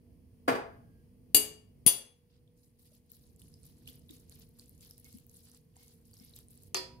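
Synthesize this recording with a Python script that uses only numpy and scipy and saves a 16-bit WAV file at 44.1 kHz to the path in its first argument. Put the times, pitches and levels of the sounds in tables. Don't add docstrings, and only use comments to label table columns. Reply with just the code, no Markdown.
import sys
import numpy as np
from scipy import signal
from scipy.fft import rfft, irfft, next_fast_len
from scipy.io import wavfile
from scipy.ndimage import uniform_filter1d, map_coordinates

SR = 44100
rng = np.random.default_rng(int(sys.argv[2]) if len(sys.argv) > 2 else 0)


def gain_from_db(level_db):
    decades = np.asarray(level_db, float) / 20
    return 10 ** decades


def digitize_waveform(pressure):
    field = np.atleast_2d(pressure).T
    bounded = np.clip(field, -1, 1)
    quanta = np.round(bounded * 32767).astype(np.int16)
    wavfile.write(sys.argv[1], SR, quanta)


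N = 308700
TIME = np.arange(N) / SR

# [t/s, push lasts/s, dies away in/s, scrape level/dB, wet crackle level/dB]
STROKES = [(2.301, 0.048, 0.13, -76.5, -100), (2.567, 0.043, 0.051, -94, -77),
           (2.633, 0.042, 0.037, -91, -71.5), (2.791, 0.18, 0.058, -73.5, -69.5),
           (3.097, 0.06, 0.14, -74.5, -67), (3.213, 0.064, 0.12, -78, -73), (3.393, 0.0083, 0.43, -72, -67),
           (3.639, 0.0079, 0.17, -69, -65), (3.874, 0.011, 0.14, -59, -58), (4.098, 0.05, 0.16, -66, -63),
           (4.312, 0.048, 0.073, -64, -66.5), (4.39, 0.043, .13, -73, -67),
           (4.589, 0.0082, 0.2, -67, -61.5), (4.809, 0.09, 0.096, -64.5, -62),
           (4.977, 0.027, 0.07, -77, -69.5), (5.05, 0.139, 0.1, -68.5, -63.5),
           (5.286, 0.055, 0.13, -85, -74.5), (5.343, 0.23, 0.09, -70, -65.5), (5.758, 0.16, 0.19, -69, -65),
           (6.055, 0.072, 0.12, -83.5, -72.5), (6.137, 0.17, 0.17, -68, -64.5),
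           (6.36, 0.034, 0.067, -64, -60.5), (6.5, 0.18, .15, -78, -66.5)]
# [f/Hz, time to fall 60 dB/s]
KITCHEN = [(100, 0.17), (500, 0.51), (2000, 0.41), (6000, 0.34), (11000, 0.26), (15000, 0.22)]


def along(points, hz):
    f, v = np.transpose(points)
    return np.interp(np.log(hz + 1), np.log(f + 1), v)


def unit(x):
    return x / np.sqrt(np.mean(x ** 2) + 1e-20)


def wobble(rate):
    return map_coordinates(rng.standard_normal(int(N * rate / SR) + 4), [TIME * rate])


def filtered(x, response):
    m = next_fast_len(x.shape[-1] + 8192)
    return irfft(rfft(x, m) * response(np.fft.rfftfreq(m, 1 / SR)), m)[..., :x.shape[-1]]


def diffuse(pair, spectrum):
    # [f/Hz, left-right likeness]
    alike = [(60, 0.95), (130, 0.84), (290, 0.67), (640, 0.47), (1410, 0.1), (3100, 0.08), (6820, -0.04),
             (15000, -0.02)]

    def response(hz):
        turn = np.arccos(np.clip(along(alike, hz), -1, 1)) / 2
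        return gain_from_db(along(spectrum, hz)) * [np.cos(turn), np.sin(turn)]

    mid, side = filtered(pair, response)
    return np.array([mid + side, mid - side])


def room(x):
    hz, t, z = signal.stft(rng.standard_normal((2, SR // 2)), SR, nperseg=256)
    fall = gain_from_db(-60 * t / along(KITCHEN, hz)[:, None])
    tail = signal.istft(z * fall, SR, nperseg=256)[1]
    build_up = 1 - np.exp(-TIME[:tail.shape[1]] / 0.0023)
    tail = diffuse(tail * build_up, [(20, 0)])
    return signal.fftconvolve(x[None], tail / np.linalg.norm(tail[0]), axes=1)[:, :len(x)]


def damped(events, cycles, spread, pan_db):
    s, db, hz = np.transpose(events)[:, :, None]
    step = np.arange(int(min(5000, 9 * cycles * SR / hz.min())))
    luck = rng.random((len(s), 10))
    age = step / SR * hz / cycles
    at = np.minimum(np.round(s * SR).astype(int) + step, N - 1).ravel()
    out = []
    for ear, side in enumerate([1, -1]):
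        wave = 0
        for k in range(3):
            pitch = np.minimum(hz * (1 + spread * (k - 1) * luck[:, [k]]), 16000)
            wave = wave + np.sin(2 * np.pi * (pitch * step / SR + luck[:, [3 + 3 * ear + k]]))
        size = gain_from_db(db + side * pan_db * (luck[:, [9]] - .5)) * age * np.exp(1 - age)
        out.append(np.bincount(at, (size * wave).ravel(), N))
    return np.array(out)


def stirring():
    # [f/Hz, level/dB per Hz]
    scrape_colour = [(1120, -46.5), (1900, -11), (2970, -2.5), (4900, 2), (6910, -12), (8500, -10.5),
                     (11000, -33), (18700, -120)]
    crackle_colour = [(2350, -56.5), (4000, -1), (8050, -6), (10300, 5), (11900, 2), (14800, -3.5),
                      (16000, -17), (16500, -25)]
    squelch_colour = [(400, -44), (700, 0), (1100, -1), (1900, -2), (2600, -36)]
    # [t/s, peak level/dB, f/Hz]
    snap_events = [(2.4764, -70.5, 9380), (2.7945, -51.5, 12250), (2.8543, -57, 13800),
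                   (2.9507, -57.5, 9680), (3.1179, -37.5, 13800), (3.1443, -55, 11400),
                   (3.1678, -49, 11900), (3.2674, -59, 9350), (3.362, -54.5, 9640), (3.3947, -54.5, 10100),
                   (3.4177, -44, 9700), (3.5406, -54, 9220), (3.6324, -48.5, 9120), (3.6545, -49.5, 11400),
                   (3.7827, -59, 9900), (3.876, -41.5, 10800), (3.9569, -50.5, 13500), (4.1086, -45, 10800),
                   (4.2964, -43.5, 10900), (4.3572, -51.5, 12200), (4.3983, -48, 13200),
                   (4.4908, -53, 13700), (4.596, -49, 7530), (4.6596, -54, 9800), (4.6944, -42.5, 9870),
                   (4.779, -54, 10400), (4.8088, -47.5, 10000), (4.8489, -48, 10500),
                   (4.9098, -37.5, 11800), (4.9801, -42, 13200), (4.9977, -53, 14400),
                   (5.0451, -43.5, 11040), (5.128, -46, 9280), (5.1854, -44.5, 12300),
                   (5.2665, -43.5, 12200), (5.2957, -50, 10800), (5.363, -52, 10200), (5.453, -50, 10000),
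                   (5.4864, -51, 10200), (5.4973, -49, 12860), (5.5162, -48, 9200), (5.5481, -48, 9120),
                   (5.5744, -51, 14400), (5.7668, -46.5, 9500), (5.8311, -51, 10900), (5.881, -50, 10200),
                   (6.0157, -57, 13900), (6.0541, -57, 9860), (6.113, -53.5, 11500), (6.1402, -51, 8040),
                   (6.2488, -44.5, 11700), (6.2949, -47.5, 10050), (6.3506, -47, 13100),
                   (6.3632, -37, 12400), (6.3891, -42, 11800), (6.4847, -47.5, 9600), (6.5067, -47, 12800),
                   (6.5425, -53.5, 13200), (6.576, -48, 10300), (6.6347, -45, 11900)]
    # [t/s, peak level/dB, f/Hz]
    catches = [(2.477, -68, 3500), (3.4179, -54, 3250), (3.5404, -53, 5170), (3.8582, -59, 3880),
               (3.8757, -39, 3050), (3.888, -44, 3300), (4.0921, -48, 3580), (4.1091, -45.5, 3920),
               (4.323, -47.5, 4400), (4.5961, -41, 4500), (4.9095, -49, 5250), (5.3523, -62, 3870),
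               (6.133, -53.5, 4650), (6.1684, -50, 4900), (6.1988, -49, 5360), (6.3372, -51.5, 4000)]
    # [t/s, peak level/dB, f/Hz, ring of the steel/dB]
    bump_events = [
        (2.916, -66, 605, -103),
        (3.881, -60.5, 246, -88),
        (4.101, -52, 274, -87),
        (5.039, -67, 238, -72),
        (5.14, -52.5, 236, -92.5),
        (5.765, -66, 863, -79),
        (5.799, -72, 227, -78),
        (6.201, -59, 247, -76.5),
    ]
    scrape_top, crackle_top = np.transpose(STROKES)[-2:]
    scrape_db = strokes(scrape_top, dies=1.45)
    crackle_db = strokes(crackle_top, dies=1)
    squelch_db = -94 + 0.86 * (scrape_db - scrape_top.mean())

    squelch = gain_from_db(squelch_db + 7.5 + 3.1 * wobble(29)) * unit(diffuse(patchy(depth_db=3.5), squelch_colour))
    scrape = gain_from_db(scrape_db - 2.5 + 3.5 * wobble(30)) * unit(diffuse(patchy(depth_db=3.0), scrape_colour))
    crackle = gain_from_db(crackle_db - 0.5 + 1.8 * wobble(40)) * unit(diffuse(patchy(depth_db=5.5), crackle_colour))

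    hits = tumbling(scrape_db - 5.5, count=700, centre_hz=4350, spread_db=4)
    hits += tumbling(crackle_db - 8.0, count=2000, centre_hz=10420, spread_db=5.0)
    hits += gain_from_db(-2.5) * damped(snap_events, cycles=2.1, spread=0.4, pan_db=9)
    hits += gain_from_db(-4.0) * damped(catches, cycles=3.0, spread=0.094, pan_db=5.5)
    thumps = [(s, db, hz) for s, db, hz, _ in bump_events]
    steel = [(s, ring_db, 2170) for s, _, _, ring_db in bump_events]
    hits += gain_from_db(1.0) * damped(thumps, cycles=2.1, spread=0.17, pan_db=2.0)
    hits += damped(steel, cycles=42, spread=.03, pan_db=3)
    return scrape + crackle + squelch + hits + gain_from_db(-11.5) * room(hits[0])


def strokes(top_db, dies):
    bite_db, bite_s = 11.5, 0.0056
    lead_db_per_s, sag_db_per_s = 230, 13
    s, push, fade = np.transpose(STROKES)[:3, :, None]
    age = TIME[::64] - s
    before = bite_db * np.clip(-age / bite_s, 0, 1) + lead_db_per_s * np.maximum(-age, 0)
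    sag = sag_db_per_s * np.clip(age, 0, push)
    after = sag + dies * 20 * np.maximum(age - push, 0) / fade
    level = np.sum(gain_from_db(top_db[:, None] - before - after), 0) + 1e-7
    level_db = np.interp(TIME, TIME[::64], 20 * np.log10(level))
    return np.where(TIME < 6.73, level_db, -140)


def patchy(depth_db):
    z = signal.stft(rng.standard_normal((2, N)), nperseg=256)[2]
    field = uniform_filter1d(rng.standard_normal(z.shape[1:]), size=22, axis=0)
    field = uniform_filter1d(field, size=2, axis=1)
    return signal.istft(z * gain_from_db(depth_db * unit(field)), nperseg=256)[1][:, :N]


def tumbling(level_db, count, centre_hz, spread_db):
    luck = rng.random((count, 3))
    s = 2.2 + 4.5 * luck[:, 0]
    hz = np.clip(centre_hz * 2 ** (1.43 * (luck[:, 1] - .5)), 2500, 15000)
    size_db = level_db[(s * SR).astype(int)] - spread_db * np.log(luck[:, 2] + 0.07)
    return damped(np.transpose([s, size_db, hz]), cycles=1.7, spread=.3, pan_db=6.5)


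def glass_down():
    # [t/s, peak level/dB]
    hit = [
        (.4775, -25.5),
        (.4802, -13),
        (.4875, -18),
        (.524, -27),
        (.552, -26),
    ]
    # [f/Hz, level/dB, time to fall 60 dB/s]
    wood = [(128.7, -1, 0.12), (258, 3.5, .12), (430, 0, 0.081), (477, -2.5, 0.22), (598, -3, .08),
            (673.7, 2, 0.11), (823, -9, 0.072), (967, -11, .1), (1136, -9, .1), (1433, -11.5, .08),
            (1666, -11, .1), (1716, -7, 0.11), (2050, -8, .09), (2410, -9, .07)]
    jingle = [(2900, -19, .08), (4720, -22, .15), (4770, -14, .1), (6336, -22.5, .1), (8091, -26, .1),
              (8323, -26, .1), (9500, -25, .12), (11100, -27.5, .1), (11830, -30, .12), (12550, -28, .09),
              (13800, -29, .09), (14760, -29.5, .1)]
    # [f/Hz, level/dB per Hz]
    thud = [(29, -48.5), (50, -76.5), (108, -7), (193, -6.5), (418, -5), (927, -7.5), (1700, -12),
            (4240, -28.5), (4790, -28), (7390, -37), (8140, -31.5), (14200, -37.5), (16000, -40.5)]
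    # [f/Hz, left over right/dB]
    place = [(300, 0), (3000, 2), (7000, 3), (10000, 5), (15000, 2.5)]
    return blow(hit, wood + jingle, thud, place, ring_db=-18.0, crowd_db=-6.5, rise_s=0.0012,
                build_cycles=0.92, rattle=0.7, crack_db=-0.5, crack_s=.08, wet_db=-1)


def glass_ring():
    let_go_s, swell_s, stilled_s = .7, .08, 1.023
    phase = 2 * np.pi * 1625 * TIME
    age = TIME - let_go_s
    fall_db = np.maximum(-62 - 148 * np.maximum(age, 0), -80.5)
    edge = np.maximum(-age, 2 * (TIME - stilled_s)) / swell_s
    return gain_from_db(fall_db - 41 * np.clip(edge, 0, 4)) * np.array([np.sin(phase), np.sin(phase + 2.4)])


def spoon_down():
    # [t/s, peak level/dB]
    hit = [
        (1.3457, -10),
        (1.3565, -21),
        (1.3655, -17),
    ]
    # [f/Hz, level/dB, time to fall 60 dB/s]
    counter = [(150, -24, .1), (244, -16, 0.12), (305, -13, 0.14), (428.2, -10, .09), (640, -26, .06),
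               (1140, -27.5, .06), (1780, -27, .06), (2310, -23.5, 0.065)]
    steel = [(2874, -8.5, .1), (3330, -20, 0.12), (4598, -11.5, 0.11), (4747, -9, 0.099),
             (6320, -13.5, .14), (6800, -16, .1), (7060, -7.5, 0.087), (8000, -14.5, 0.055),
             (8274, -2.5, 0.099), (9792, -9.5, .13), (10120, -4.5, .07), (11240, -7, 0.076),
             (11330, -2.5, .07), (11765, -15, 0.093), (12680, -15, 0.045), (13900, -8.5, 0.066),
             (14600, -3, .03), (15340, -11.5, .07)]
    # [f/Hz, level/dB per Hz]
    clink = [(35, -43.5), (60, -10), (422, -9), (1400, -18.5), (2830, -10.5), (4640, -10), (5870, -14.5),
             (8150, -3.5), (8960, -18), (10800, -8.5), (15000, -13), (16500, -32)]
    # [f/Hz, left over right/dB]
    place = [(300, -0.5), (3000, 6), (7500, 2.5), (9800, 8), (15000, 4)]
    return blow(hit, counter + steel, clink, place, ring_db=-7.0, crowd_db=-7, rise_s=0.0003,
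                build_cycles=5.9, rattle=0.6, crack_db=-0.5, crack_s=0.03, wet_db=-3.5)


def spoon_drop():
    # [t/s, peak level/dB]
    hit = [
        (1.8632, -14.5),
        (1.8725, -15),
        (1.885, -24),
    ]
    # [f/Hz, level/dB, time to fall 60 dB/s]
    steel = [(2790, -20, .15), (3377, -13, 0.19), (4710, -15.5, .25), (6293, -13, .17),
             (7200, -21.5, 0.072), (7570, -20.5, .08), (7960, -16.5, .1), (8200, -13, .08),
             (9510, -12.5, 0.061), (9771, 4, 0.059), (10138, -19.5, .1), (11220, -8.5, .08),
             (11700, -7.5, .1), (12500, -16.5, .12), (13220, -15, 0.092), (13920, -12, .11),
             (14630, -8.5, .09), (15300, -16, .07)]
    # [f/Hz, level/dB per Hz]
    clank = [(60, -29), (400, -14), (694, -17), (1580, -22.5), (2790, -12.5), (3900, -13), (8230, -16),
             (8890, -22), (9860, 0.5), (10600, -20), (11500, -17.5), (14900, -10), (16500, -39.5)]
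    # [f/Hz, left over right/dB]
    place = [(1000, 5), (4500, 1), (7500, 2), (9800, 13), (12000, 5.3), (15000, 3.7)]
    # [t/s, peak level/dB, f/Hz]
    jolt = [
        (1.863, -25, 62),
        (1.863, -21, 130),
        (1.864, -23, 210),
    ]
    shock = damped(jolt, cycles=.38, spread=0.15, pan_db=0.5) * gain_from_db([[-3.0], [-30]])
    return shock + blow(hit, steel, clank, place, ring_db=-5.0, crowd_db=-13, rise_s=0.0007,
                        build_cycles=3, rattle=.35, crack_db=-1.5, crack_s=.06, wet_db=-3.0)


def bowl_knock():
    # [t/s, peak level/dB]
    hit = [
        (6.7445, -24),
        (6.7675, -31),
    ]
    # [f/Hz, level/dB, time to fall 60 dB/s]
    shell = [(236, -12, 0.14), (303, -11, 0.13), (374.7, 3, 0.12), (522, -7, 0.14), (705, -16, 0.095),
             (969.3, -22, 1.05), (1263, -11, .1), (1790, -15, .09), (1890, -17, 0.21), (2352, -14, 0.16),
             (2700, -13, 0.062), (3327, -15, .22), (3530, -10, .1), (4120, -11, 0.18), (4207, -8, 0.22),
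             (4335, -11, .13), (4480, -9, .1), (4585, 0, 0.13), (5030, 2, 0.098), (5604, -16, 0.18)]
    # [f/Hz, level/dB per Hz]
    knock = [(88, -70), (150, -28), (368, -10), (637, -9.5), (1240, -12.5), (1630, -17), (2550, -9),
             (3770, -18.5), (5050, -16), (6000, -12.5), (14400, -20.5), (15200, -46)]
    # [f/Hz, left over right/dB]
    place = [(400, 0), (2500, 1.5), (5000, -3), (7500, 0.5), (9800, 6.5), (15000, -9)]
    # [t/s, peak level/dB, f/Hz]
    clicks = [
        (6.7452, -33.5, 1178),
        (6.7462, -32.5, 2080),
        (6.7458, -32, 2560),
        (6.7452, -23.5, 6230),
        (6.7452, -35, 8800),
        (6.7672, -38, 1150),
        (6.7675, -38, 2570),
    ]
    contact = gain_from_db(-5.5) * damped(clicks, cycles=2.3, spread=.1, pan_db=2)
    return contact + blow(hit, shell, knock, place, ring_db=-8.0, crowd_db=-11.5, rise_s=0.0046,
                          build_cycles=5.8, rattle=0.23, crack_db=4.5, crack_s=0.033, wet_db=-4.5)


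def blow(hit, modes, colour, place, ring_db, crowd_db, rise_s, build_cycles, rattle, crack_db, crack_s, wet_db):
    s, db = np.transpose(hit)
    lag = np.round((s - s[0]) * SR).astype(int)
    ring = ringing(lag, db, modes, ring_db, crowd_db, rise_s, build_cycles, rattle)
    crack, push = cracking(colour, crack_db, crack_s)
    bounces = np.bincount(lag, gain_from_db(db))[None]

    def again(x):
        return signal.fftconvolve(x, bounces, axes=1)[:, :x.shape[1]]

    push = again(push[None])[0] * np.linalg.norm(crack[0]) / np.linalg.norm(push)
    walls = room(gain_from_db(-7) * ring[0] + push)
    ears = ring + again(crack) + gain_from_db(wet_db) * walls
    ears = filtered(ears, lambda hz: gain_from_db(np.outer([.5, -.5], along(place, hz))))
    ears[1] = np.roll(ears[1], 12)
    out = np.zeros((2, N))
    part = out[:, round(s[0] * SR):]
    part += ears[:, :part.shape[1]] if part.shape[1] <= ears.shape[1] else np.pad(
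        ears, ((0, 0), (0, part.shape[1] - ears.shape[1])))
    return out


def ringing(lag, db, modes, ring_db, crowd_db, rise_s, build_cycles, rattle):
    wood_hz, neighbour = 797, .022
    t = TIME[:SR // 2]
    luck = rng.standard_normal((len(modes), 8))
    hz, level, t60 = np.transpose(modes)[:, :, None]
    crowd_db = np.where(hz < wood_hz, -40, crowd_db)
    hz = np.concatenate([hz, hz * (1 + neighbour * luck[:, [0]]), hz * (1 + neighbour * luck[:, [1]])])
    level = np.concatenate([level, level + crowd_db, level + crowd_db])
    t60 = np.concatenate([t60, 0.8 * t60, 1.2 * t60])

    knots = rattle * unit(uniform_filter1d(rng.standard_normal((len(hz), 2, 230)), size=3))
    knot, part = np.divmod(np.arange(len(t)) / 100, 1)
    knot = knot.astype(int)
    shake = knots[..., knot] * (1 - part) + knots[..., knot + 1] * part

    fall = gain_from_db(-60 * t / t60) + gain_from_db(-13 - 60 * t / along(KITCHEN, hz))
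    rise = 1 - np.exp(-t / (rise_s + build_cycles / hz * (hz < wood_hz)))
    once = gain_from_db(level + ring_db) * fall * rise ** 1.5
    energy = 0
    for k, d in zip(lag, db):
        energy = energy + np.pad(gain_from_db(2 * d) * once ** 2, ((0, 0), (k, 0)))[:, :len(t)]
    apart = np.clip(hz / 1500, 0, 1) ** 2
    turn = None
    ear_phase = 2 * luck[:, 2:].T.reshape(2, -1, 1)
    turn = apart * (ear_phase + shake.swapaxes(0, 1))
    return np.sum(np.sqrt(energy) * np.sin(2 * np.pi * hz * t + turn), 1)


def cracking(colour, crack_db, crack_s):
    t = TIME[:SR // 2]
    burst = rng.standard_normal((2, len(t))) * gain_from_db(-60 * t / crack_s) * (1 - np.exp(-t / 0.000087))
    m = next_fast_len(len(t))
    cep = irfft(np.log(gain_from_db(along(colour, np.fft.rfftfreq(m, 1 / SR))) + 1e-6), m)
    cep[1:m // 2] *= 2
    cep[m // 2 + 1:] = 0
    response = np.exp(rfft(cep))
    crack = irfft(rfft(diffuse(burst, [(20, 0)]), m) * response, m)[:, :len(t)]
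    push = irfft(response, m)[:len(t)]
    return gain_from_db(crack_db) * crack / np.abs(crack).max(), push


def background():
    # [t/s, level/dB]
    rumble_level = [(0.0, -63.5), (0.56, -58.5), (1.87, -62), (2.11, -69), (3.08, -67.5), (3.27, -63),
                    (4.13, -61), (5.17, -63), (5.71, -64.5), (7.0, -59.5)]
    # [f/Hz, level/dB per Hz]
    rumble_colour = [(12, -42), (20, -3.5), (72, 5), (150, 2), (199, -3), (244, -5.5), (295, -7.5),
                     (387, -14.5), (484, -13), (536, -21.5), (584, -23.5), (670, -21.5), (743, -33),
                     (1200, -37.5), (1560, -63), (2640, -120)]
    hiss_colour = [(350, -31.5), (600, -10.5), (988, -12.5), (1340, -20.5), (2000, -14), (2370, -15),
                   (3400, -17), (3540, -24), (4670, -16), (8130, -25), (9220, -11.5), (10600, -17),
                   (15200, -17), (16500, -29)]
    # [f/Hz, wander of the pitch/Hz, level/dB]
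    hum = [
        (92, 18, -2.5),
        (147.5, 18, -5.5),
        (240.5, 6.2, -1.5),
        (452, 5.3, -11.5),
    ]
    rumble_db = np.interp(TIME, *np.transpose(rumble_level))
    swing_db = rumble_db - rumble_db.mean()
    rumble = unit(diffuse(rng.standard_normal((2, N)), rumble_colour))
    out = gain_from_db(rumble_db + 1.5 + 1.5 * wobble(7)) * rumble
    for hz, wander_hz, db in hum:
        phase = 2 * np.pi * np.cumsum(hz + wander_hz * wobble(12)) / SR
        size = gain_from_db(-67 + swing_db + db + 1.0 + 2.4 * wobble(7.8))
        out += size * np.array([np.sin(phase), np.sin(phase + hz / 400)])
    fridge = 2 * np.pi * np.cumsum(484.5 + .7 * wobble(14.0)) / SR
    out += gain_from_db(-76.5 + 2.5 * wobble(8.8)) * np.array([np.sin(fridge), np.sin(fridge + 0.33)])
    hiss = unit(diffuse(rng.standard_normal((2, N)), hiss_colour))
    return out + gain_from_db(-79.5 + .4 * swing_db + 0.63 * wobble(8.2)) * hiss


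def scene():
    blows = glass_down() + spoon_down() + spoon_drop() + bowl_knock()
    return stirring() + blows + glass_ring() + background()


def roll_off(x):
    return signal.sosfilt(signal.butter(12, 16790, fs=SR, output="sos"), x)


def record(dry):
    # [f/Hz, left over right/dB]
    lean = [(60, -3.5), (110, -2), (200, -2.5), (380, 3.5), (700, 1.5), (1290, -2), (2380, -1.5),
            (4400, -1.0), (8120, -2), (15000, 6.5)]

    def capsules(hz):
        balance = gain_from_db(np.outer([.5, -.5], along(lean, hz)))
        delay = np.exp(np.outer([0, -1j], 2 * np.pi * hz * 3 / SR))
        treble_end = gain_from_db(-22 * np.clip((hz - 15700) / 500, 0, 1))
        bass_end = hz ** 2 / (hz ** 2 + 32 ** 2)
        return balance * delay * treble_end * bass_end

    bent = dry / (1 + np.abs(dry / .88) ** 6) ** (1 / 6)
    return roll_off(filtered(bent, capsules))


dry = scene()
out = record(dry)
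digitize_waveform(out)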